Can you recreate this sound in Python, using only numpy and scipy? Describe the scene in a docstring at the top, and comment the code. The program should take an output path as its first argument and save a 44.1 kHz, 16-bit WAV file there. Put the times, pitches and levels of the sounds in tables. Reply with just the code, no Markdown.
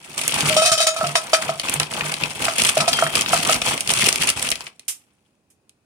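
"""Frozen berries pour from a stiff plastic bag into a metal saucepan, close to a stereo microphone.
The bag crinkles and snaps as its creases buckle, and the berries tumble and clack together. They drop
out to knock and chatter on the pan bottom, which rings less as the heap grows; the pan rocks on its
stove grate. The empty bag is lifted away with a last crack, and a small, quiet kitchen answers."""
import sys
import numpy as np
from scipy import signal
from scipy.fft import rfft, irfft, next_fast_len
from scipy.io import wavfile
from scipy.ndimage import map_coordinates

SR = 44100
rng = np.random.default_rng(int(sys.argv[2]) if len(sys.argv) > 2 else 0)


def file_out(sig):
    """Save sig as 16-bit WAV at sys.argv[1]."""
    # one column per channel
    cols = np.atleast_2d(sig).T
    # limit, then scale
    lim = np.clip(cols, -1, 1)
    pcm = np.round(lim * 32767).astype(np.int16)
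    wavfile.write(sys.argv[1], SR, pcm)


N = 257984

# Levels are relative; the functions set the balance.
# how hard the hand works the bag between shakes: t/s, level/dB
GRIP = [(0, -41.5), (.15, -31), (.45, -35), (1.2, -31), (1.3, -26.5), (1.55, -32.5), (1.9, -32),
        (2.3, -27.5), (2.9, -25), (3.11, -26.5), (3.2, -23), (3.75, -28.5), (3.85, -28), (4.15, -22),
        (4.35, -32.5), (4.55, -37.5), (4.68, -35.5), (4.71, -57.5), (5.15, -65.5), (5.4, -77)]
# shakes and squeezes of the bag: t/s, length/s, film level/dB, berry level/dB
BAG_SHAKES = [(0.173, 0.47, -21, -43), (0.335, 0.21, -19, -33.5), (0.99, 0.11, -26, -39.5),
              (1.413, 0.09, -25.5, -39), (1.633, 0.13, -24.5, -38.5), (1.801, 0.019, -26.5, -35),
              (1.911, 0.21, -27, -37), (2.206, 0.048, -29, -36), (2.395, 0.078, -17.5, -34.5),
              (2.575, 0.031, -12.5, -35), (2.641, 0.052, -11, -37.5), (2.769, 0.056, -22, -35),
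              (2.883, 0.19, -21.5, -39.5), (3.135, 0.056, -16.5, -35), (3.278, .11, -16, -33.5),
              (3.416, 0.047, -19, -34.5), (3.469, 0.09, -11.5, -33), (3.649, 0.089, -15.5, -32.5),
              (3.889, 0.022, -11.5, -29), (3.954, 0.1, -14.5, -37.5), (4.058, 0.019, -9, -36.5),
              (4.206, 0.04, -11.5, -34.5), (4.275, 0.017, -9.5, -38), (4.364, 0.12, -21.5, -39.5)]
# spectra of the heavy bag flexing, berries tumbling in it and its film crinkling: f/Hz, level/dB
FLEX_SPECTRUM = [(24, -49), (40, -12.5), (145, -1), (436, -8.5), (650, -42), (1100, -120)]
TUMBLE_SPECTRUM = [(60, -36), (200, -3.5), (400, -1.5), (750, 5.5), (1200, 2.5), (1700, -1.5), (2600, 1.5),
                   (5000, -5)]
FILM_SPECTRUM = [(410, -5.5), (700, 2.5), (852, -28.5), (1210, -2.5), (1560, -9), (2490, 2.5), (2880, 1),
                 (3740, -5), (7590, -7), (9350, -1), (12300, -17), (16000, -23.5)]
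# creases snapping through: t/s, level/dB, brightness/dB
CREASE_SNAPS = [(.179, -10.5, -12.5), (0.214, -12, -14), (0.279, -0.5, -8.5), (.322, -10, -21.5),
                (.342, -5.5, -13.5), (0.407, -4.5, -15.5), (0.493, -7.5, -8), (0.496, -4.5, -20),
                (1.597, -7.5, -18), (1.685, -10, -27), (1.696, -7.5, -9.5), (1.740, -0.5, -6),
                (1.799, -1.5, -17.5), (1.831, -10.5, -20.5), (1.937, -13, -22.5), (2.140, -9, -18),
                (2.236, -5, -24), (2.454, -9, -15), (2.536, -16, -15), (2.583, -5, -13), (2.6, -10.5, -12),
                (2.619, -1.5, -13.5), (2.637, -7, -11.5), (2.649, -4.5, -13), (2.692, -8, -21.5),
                (2.778, -6, -15), (2.806, -5, -26.5), (3.154, -1.5, -15.5), (3.169, -10.5, -18.5),
                (3.21, -4, -12), (3.219, -8.5, -20), (3.45, -8, -18), (3.489, -7, -30.5),
                (3.525, -8.5, -14.5), (3.543, -7, -15), (3.617, -5.5, -23.5), (3.777, -11, -20),
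                (3.807, -6.5, -11), (3.875, -8, -16), (3.916, -11, -11), (3.937, -3.5, -13),
                (3.988, -10, -14.5), (4.042, -6, -17), (4.127, -4, -14), (4.158, -6, -15), (4.219, -7, -17),
                (4.273, -8.5, -10), (4.290, -8.5, -14), (4.301, -3.5, -12), (4.395, -11.5, -13.5),
                (4.427, -7.5, -10), (4.489, -9.5, -15), (4.504, -8, -8.5), (4.516, -4, -14.5),
                (4.522, -8.5, -26.5), (4.556, -15, -16.5), (4.607, -20, -16), (4.667, -18.5, -32),
                (4.795, -26, -16), (5.694, -37, -14)]
# bag and pan bumping the grate: t/s, level/dB
GRATE_BUMPS = [(0.424, -19.5), (1.048, -23.5), (1.463, -29), (1.522, -34.5), (1.753, -20), (2.019, -23.5),
               (2.771, -22.5), (3.027, -26.5), (3.141, -26.5), (3.342, -23.5)]
# berries landing: t/s, level/dB, bottom mode f/Hz, second mode/dB, chatter/dB, favoured overtone f/Hz
BERRY_LANDINGS = [(.502, -15.5, 628, -10, -13.5, 3120), (.565, -8, 637.5, -12, 1, 3080),
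                  (.619, -10.5, 650, -11.5, 0, 8800), (.651, -19.5, 711, -0.5, 7, 3700),
                  (0.657, -26.5, 717, -7.5, 17.5, 5300), (.671, -24.5, 643, 4.5, -1, 2535),
                  (.693, -27, 616, 4.5, -2, 2430), (.716, -17, 653, -4.5, 11, 7200),
                  (.776, -20, 622.5, -17.5, 8.5, 3820), (.802, -16.5, 667, -6, 7.5, 3880),
                  (.817, -21, 634, -3.5, 7.5, 5860), (0.867, -15.5, 644, -6.5, 9, 6720),
                  (.963, -20, 660, -1, 4, 2390), (1.011, -14, 627, 0, -10.5, 2510),
                  (1.041, -14.5, 696, -1.5, -16, 3770), (1.154, -13, 677, -14, 7, 9180),
                  (1.172, -31.5, 676, -8.5, 7, 5000), (1.332, -4, 640, -11.5, 0.5, 2370),
                  (1.344, -21, 632, 8, 1, 3570), (1.492, -9.5, 665, -6, -12, 2560),
                  (2.483, -12.5, 665, -10, -2, 2520), (2.77, -4, 631, -22.5, -13.5, 3080),
                  (2.803, -15, 690, 0, 6.5, 2550), (2.878, -5.5, 684, -14, 0.5, 3650),
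                  (3.024, -4.5, 664, -3.5, -19.5, 3060), (3.333, -4.5, 682, -2.5, -14, 3700),
                  (3.494, -8.5, 650, 0.5, -11, 9300)]
# the pan bottom's low modes, kept singing by rolling berries: f/Hz, width/Hz, level/dB
BOTTOM_MODES = [(636, 22, 0), (1296, 24, 7), (2535, 40, -5)]
# the pan bottom's overtones: f/Hz, level/dB
BOTTOM_OVERTONES = [(2537, -15.5), (3085, -18), (3775, -17), (4550, -20), (4970, -21), (5463, -19),
                    (7055, -22), (7373, -22), (8740, -21)]
# spectra of ice skidding on metal, a landing's thud, a big berry's thump and a dry knock: f/Hz, level/dB
SKID_SPECTRUM = [(880, -38.5), (1600, -8), (2490, -6.5), (2800, -12.5), (3150, -3.5), (4200, -4.5),
                 (6000, -2.5), (7100, -7.5), (9010, -2.5), (11500, -14.5), (16000, -31)]
THUD_SPECTRUM = [(250, -22), (700, 6), (5000, 4), (9000, -19.5)]
THUMP_SPECTRUM = [(30, -20), (100, 9), (250, -13.5), (900, -47), (3000, -89)]
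KNOCK_SPECTRUM = [(400, 1.5), (1000, 1.5), (3500, -3.5), (8000, -14.5)]
# berries striking each other, and at the end the empty bag's edge touching the pan: t/s, level/dB, f/Hz
DRY_KNOCKS = [(0.8699, -4.5, 7060), (1.1539, -0.5, 2030), (1.157, -10, 1840), (1.345, -5.5, 2412),
              (1.4235, -11.5, 1868), (4.607, -22.5, 1000), (1.804, -10.5, 1500), (2.0085, -6, 2594),
              (2.4825, -5, 1650), (2.931, -4, 4900), (2.9884, -4, 1500), (3.0655, -6.5, 1936),
              (3.261, -8, 3300), (2.236, -14, 2980), (4.0227, -4, 2550), (4.072, -9.5, 421)]
# modes of the pan's free wall: f/Hz, level/dB, t60/s
WALL_MODES = [(3187, 0, .9), (3305, -2, .4), (4237, -10, .5), (4560, 3, .16), (5000, -9, .4)]
# whole folds springing open: t/s, level/dB, t60/s
FOLD_CRACKS = [(4.88, -14.5, .16), (5.501, -51, .13)]
# spectrum of a fold's crack: f/Hz, level/dB
FOLD_SPECTRUM = [(600, -24.5), (1600, -16), (2950, -5), (4200, -12.5), (5480, -3.5), (9360, 2),
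                 (14500, -12), (16000, -40.5)]
# the kitchen's reverberation time: f/Hz, t60/s
ROOM_DECAY = [(200, 0.57), (2000, 0.15), (12000, 0.096)]
# spectra of the kitchen's reverberation and its room tone: f/Hz, level/dB
REVERB_SPECTRUM = [(400, -6.5), (1000, -4.5)]
ROOM_TONE = [(20, -17.5), (82, 2), (242, 0), (560, -8), (2220, -20), (2480, -13), (2990, -22), (8140, -24),
             (9840, -21), (11000, -33)]
# likeness of left and right at the microphone: f/Hz, correlation
STEREO_LIKENESS = [(30, .7), (120, .94), (700, .7), (1300, .45), (3000, 0)]
# colour of the left microphone port against the right: f/Hz, level/dB
PORT_BALANCE = [(100, -1.5), (1100, -2.5), (1800, 2), (2600, 10), (4100, 4), (5500, 4), (7000, 1),
                (9600, -17.5), (11500, -9.5), (14000, -1.5)]

SHAKE_RISE_S, FILM_T60_S, BERRY_T60_S = .012, .085, .14  # a shake builds up, then settles
CLUMP_DB, CLUMPS_PER_S = 3.8, 130  # creases give way in little avalanches
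PANEL_HZ, PANEL_OCTAVES_PER_DB = 11000, .075  # the film's smallest panel; duller snaps ring lower
FILL_S = .55  # time for berries to cover the pan bottom
BARE_RING_S, COVERED_RING_S = .29, .065  # t60 of the bottom
BARE_CHATTER_S, COVERED_CHATTER_S = .14, .074  # t60 of a berry's chatter
SPOT_SPREAD_DB, SPOT_DETUNE, FAVOURED_DB = 3, .005, -13  # overtones vary with the landing spot
PAN_LOW_HZ = 398.5  # the bottom radiates little below this


def amp(db):
    """Decibels to gain."""
    return 10 ** (np.asarray(db) / 20)


def unit(x):
    """x at rms 1."""
    return x / np.sqrt(np.mean(x ** 2) + 1e-20)


def along(points, hz):
    """Interpolate (f/Hz, value) points on a log axis."""
    f, values = np.transpose(points)
    return np.interp(np.log(hz + 1), np.log(f + 1), values)


def filtered(x, response):
    """x through a complex frequency response."""
    size = next_fast_len(x.shape[-1] + SR // 20)
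    return irfft(rfft(x, size) * response(np.fft.rfftfreq(size, 1 / SR)), size)[..., :x.shape[-1]]


def fade(t, t60):
    """Exponential decay, 60 dB in t60."""
    return np.exp(-np.log(1000) * t / max(t60, 1e-4))


def wobble(rate):
    """A smooth random curve, rate knots a second."""
    return map_coordinates(rng.standard_normal(N // 100), [np.arange(N) * rate / SR], mode="mirror")


def add(track, s, sound):
    """Mix a sound into the track at time s."""
    part = track[:, max(round(s * SR), 0):][:, :sound.shape[-1]]
    part += sound[..., :part.shape[1]]


def coloured(pair, spectrum):
    """Shape two unrelated signals into stereo of rms 1: shared bass, separate treble."""
    def response(hz):
        angle = np.arccos(np.clip(along(STEREO_LIKENESS, hz), -1, 1)) / 2
        return amp(along(spectrum, hz)) * np.array([np.cos(angle), np.sin(angle)])
    mid, side = filtered(pair, response)
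    return unit(np.array([mid + side, mid - side]))


def resonance(f, hz, width):
    """Response of one damped mode, 1 at its centre."""
    return 1j * f * width / (hz * hz - f * f + 1j * f * width)


def ring(modes, t):
    """Decaying modes, each reaching left and right in a different phase."""
    return sum(amp(db) * fade(t, t60)
               * np.sin(2 * np.pi * (hz * t + rng.random()) + 2 * rng.random((2, 1)))
               for hz, db, t60 in modes)


def click(t60, tail_db, sweep_s, hz, broad_db=-12):
    """One contact ringing near hz: bending waves bring the treble first and 3 kHz sweep_s later."""
    t = np.arange(SR // 16) / SR
    burst = rng.standard_normal((2, len(t))) * (fade(t, t60) + amp(tail_db) * fade(t, .035))
    bending = lambda f: np.exp(-4j * np.pi * sweep_s * np.sqrt(3000 * f))
    return unit(filtered(burst, lambda f: bending(f) * (amp(broad_db) + resonance(f, hz, hz / 2))))


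def grains(rate, spread_db, t60, low_hz, high_hz, spots=12):
    """Random small contacts of uneven size, from spots that each have their own pitch."""
    out, place = np.zeros((2, N)), rng.integers(spots, size=N)
    hits = (rng.random(N) < rate / SR) * amp(spread_db * np.clip(rng.standard_normal(N), -2, 1.6))
    for k, hz in enumerate(np.geomspace(low_hz, high_hz, spots)):
        contact = np.sqrt(hz) * click(t60, tail_db=-14, sweep_s=.0012, hz=hz, broad_db=-24)
        out += signal.oaconvolve((hits * (place == k))[None], contact, axes=1)[:, :N]
    return out


def handling():
    """Gains of film and berries: each shake rises, holds and settles over the held bag's unrest."""
    t = np.arange(N) / SR
    held = amp(np.interp(t, *np.transpose(GRIP), right=-120))
    film_power, berry_power = held ** 2, (amp(-17.5) * held) ** 2
    for s, length, film_db, berry_db in BAG_SHAKES:
        rise = np.clip((t - s) / SHAKE_RISE_S + .5, 0, 1)
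        after = np.clip(t - s - length, 0, 1)
        film_power += (amp(film_db) * rise * fade(after, FILM_T60_S)) ** 2
        berry_power += (amp(berry_db) * rise * fade(after, BERRY_T60_S)) ** 2
    return np.sqrt(film_power), np.sqrt(berry_power)


def bag_rustle():
    """Shaking flexes the bag with a rumble, rolls the berries over each other and crumples the film."""
    film_gain, berry_gain = handling()
    lumps = amp(3 * wobble(rate=55))
    flex = berry_gain * unit(lumps * coloured(rng.standard_normal((2, N)), FLEX_SPECTRUM))
    contacts = grains(rate=500, spread_db=3.5, t60=.012, low_hz=276, high_hz=2800, spots=18)
    tumble = amp(6.5) * berry_gain * coloured(contacts, TUMBLE_SPECTRUM)
    creases = grains(rate=2000, spread_db=5, t60=.008, low_hz=1300, high_hz=14000, spots=20)
    clumps = amp(CLUMP_DB * wobble(CLUMPS_PER_S))
    crinkle = amp(-5.5) * film_gain * coloured(creases * clumps, FILM_SPECTRUM)
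    return flex + tumble + crinkle


def crease_snaps():
    """Single creases buckle with a falling chirp, the dull ones for longer."""
    out = np.zeros((2, N))
    for s, db, bright_db in CREASE_SNAPS:
        body_db = -2 + .3 * db  # strong snaps move more of the film
        panel_hz = PANEL_HZ * 2 ** (PANEL_OCTAVES_PER_DB * bright_db)  # bright snaps free small panels
        run_s = .005 - .00045 * bright_db
        buckle = click(t60=run_s, tail_db=-12, sweep_s=.0015, hz=panel_hz, broad_db=-2)
        tilt = [(1100, body_db), (2700, 0), (5500, 0), (9500, bright_db + 17)]
        snap = filtered(coloured(buckle, FILM_SPECTRUM), lambda hz: amp(along(tilt, hz)))
        add(out, s - .001, amp(db - 20.5) * unit(snap))
    return out


def grate_bumps():
    """The whole pan rocks on its grate with a low note that swells and dies."""
    out, t = np.zeros((2, N)), np.arange(SR) / SR
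    for s, db in GRATE_BUMPS:
        hz = 149 + 4 * rng.standard_normal()
        envelope = fade(t, .2) * (1 - np.exp(-t / .029))
        add(out, s, amp(db + 5.5) * envelope * np.sin(2 * np.pi * hz * t))
    return out


def landings():
    """Each berry knocks the pan bottom, then chatters and rolls; every spot has its own overtones."""
    out, t = np.zeros((2, N)), np.arange(SR // 3) / SR
    skid = coloured(grains(rate=6000, spread_db=-1, t60=.011, low_hz=1500, high_hz=11000), SKID_SPECTRUM)
    bend = 1 + .011 * wobble(rate=60)  # the moving load bends the low modes' pitch
    bottom = lambda f: sum(amp(db) * resonance(f, hz, width) for hz, width, db in BOTTOM_MODES)
    for s, db, hz, second_db, chatter_db, favoured_hz in BERRY_LANDINGS:
        now = slice(round(s * SR), round(s * SR) + len(t))
        bare = np.exp(-((s - BERRY_LANDINGS[0][0]) / FILL_S) ** 2)  # the growing heap damps the pan
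        ring_s = COVERED_RING_S + (BARE_RING_S - COVERED_RING_S) * bare
        chatter_s = COVERED_CHATTER_S + (BARE_CHATTER_S - COVERED_CHATTER_S) * bare

        mode = lambda f, t60: np.sin(2 * np.pi * f * np.cumsum(bend[now]) / SR) * fade(t, t60)
        drum = mode(hz, ring_s) - amp(-10) * mode(778, .044)
        second = mode(1298 + 12 * rng.standard_normal(), .7 * ring_s)
        second += amp(-7) * mode(1270 + 80 * rng.standard_normal(), .07)
        thud = coloured(click(t60=.027, tail_db=15.5, sweep_s=.00026, hz=903), THUD_SPECTRUM)
        add(out, s, amp(db - 3.5) * (drum - amp(second_db) * second))
        add(out, s, amp(db - 27) * thud)

        overtones = [(f * (1 + SPOT_DETUNE * rng.standard_normal()),
                      level + SPOT_SPREAD_DB * rng.standard_normal(), ring_s)
                     for f, level in BOTTOM_OVERTONES]
        overtones.append((favoured_hz, FAVOURED_DB, ring_s))
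        ping = (1 - np.exp(-t / .0013)) * ring(overtones, t)
        contact = fade(t, chatter_s) * np.sqrt(1 - np.exp(-t / .016))
        chatter = amp(-2) * contact * skid[:, now]
        roll = amp(12) * filtered(contact * rng.standard_normal(len(t)), bottom)
        add(out, s, amp(db + chatter_db) * (ping + chatter + roll))
    return filtered(out, lambda f: 1j * f / PAN_LOW_HZ * resonance(f, PAN_LOW_HZ, PAN_LOW_HZ))


def big_berry_thump():
    """The pan gives one dull thump under a big berry."""
    out, t = np.zeros((2, N)), np.arange(SR) / SR
    push = coloured(rng.standard_normal((2, len(t))), THUMP_SPECTRUM)
    add(out, s=.716, sound=amp(-25) * push * fade(t, .11))
    return out


def dry_knocks():
    """Short knocks: berries strike each other, and at the end the empty bag's edge touches the pan."""
    out = np.zeros((2, N))
    for s, db, hz in DRY_KNOCKS:
        knock = click(t60=.017, tail_db=-6.5, sweep_s=.00018, hz=hz, broad_db=-36)
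        add(out, s, amp(db - 21.5) * coloured(knock, KNOCK_SPECTRUM))
    return out


def wall_tap():
    """One berry taps the pan's free wall, which rings long and high."""
    out, t = np.zeros((2, N)), np.arange(SR) / SR
    add(out, s=2.929, sound=amp(-22.5) * ring(WALL_MODES, t))
    return out


def fold_cracks():
    """A whole fold springs open: the crack runs across the empty bag, then dies."""
    out, t = np.zeros((2, N)), np.arange(SR // 3) / SR
    for s, db, t60 in FOLD_CRACKS:
        envelope = fade(np.maximum(t - .008, 0), t60) * (1 - np.exp(-t / .001))
        add(out, s, amp(db - 5) * envelope * coloured(rng.standard_normal((2, len(t))), FOLD_SPECTRUM))
    return out


def kitchen_reverb(near):
    """The small room answers 5 ms later: a short tail, longest in the bass, and a faint late ring."""
    hz, t, noise = signal.stft(rng.standard_normal((2, SR // 2)), SR, nperseg=256)
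    decay = np.exp(-np.log(1000) * t / along(ROOM_DECAY, hz)[:, None])
    late_ring = amp(-14.5) * fade(t, .33)
    tail = coloured(signal.istft(noise * (decay + late_ring), SR, nperseg=256)[1], REVERB_SPECTRUM)
    tail = np.pad(tail / np.linalg.norm(tail[0]), ((0, 0), (SR // 200, 0)))
    return signal.fftconvolve(near, tail, axes=1)[:, :N]


def scene():
    """Pan and bag close up, with the kitchen's reverberation and faint room tone behind them."""
    impacts = landings() + dry_knocks() + wall_tap() + grate_bumps() + big_berry_thump()
    bag = crease_snaps() + fold_cracks() + bag_rustle()
    near = impacts + bag
    reverb = amp(-10.5) * kitchen_reverb(near)
    room_tone = amp(-66.5) * coloured(rng.standard_normal((2, N)), ROOM_TONE)
    return near + reverb + room_tone


def record(dry):
    """Two microphone ports of unlike colour, the right a little earlier; rounded peaks, limited band."""
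    lead_s, low_cut_hz, top_hz, ceiling = .00014, 45, 15900, .95

    def ports(hz):
        sides = np.array([[1], [-1]])
        gain = amp(sides * along(PORT_BALANCE, hz) / 2)
        lag = np.exp(-1j * np.pi * sides * hz * lead_s)
        low_cut = (1j * hz / (low_cut_hz + 1j * hz)) ** 2
        return gain / np.sqrt(np.mean(gain ** 2, 0)) * lag * low_cut
    picked_up = filtered(dry, ports)
    rounded = picked_up / (1 + np.abs(picked_up / ceiling) ** 6) ** (1 / 6)
    return filtered(rounded, lambda hz: hz < top_hz)


dry = scene()
out = record(dry)
file_out(out)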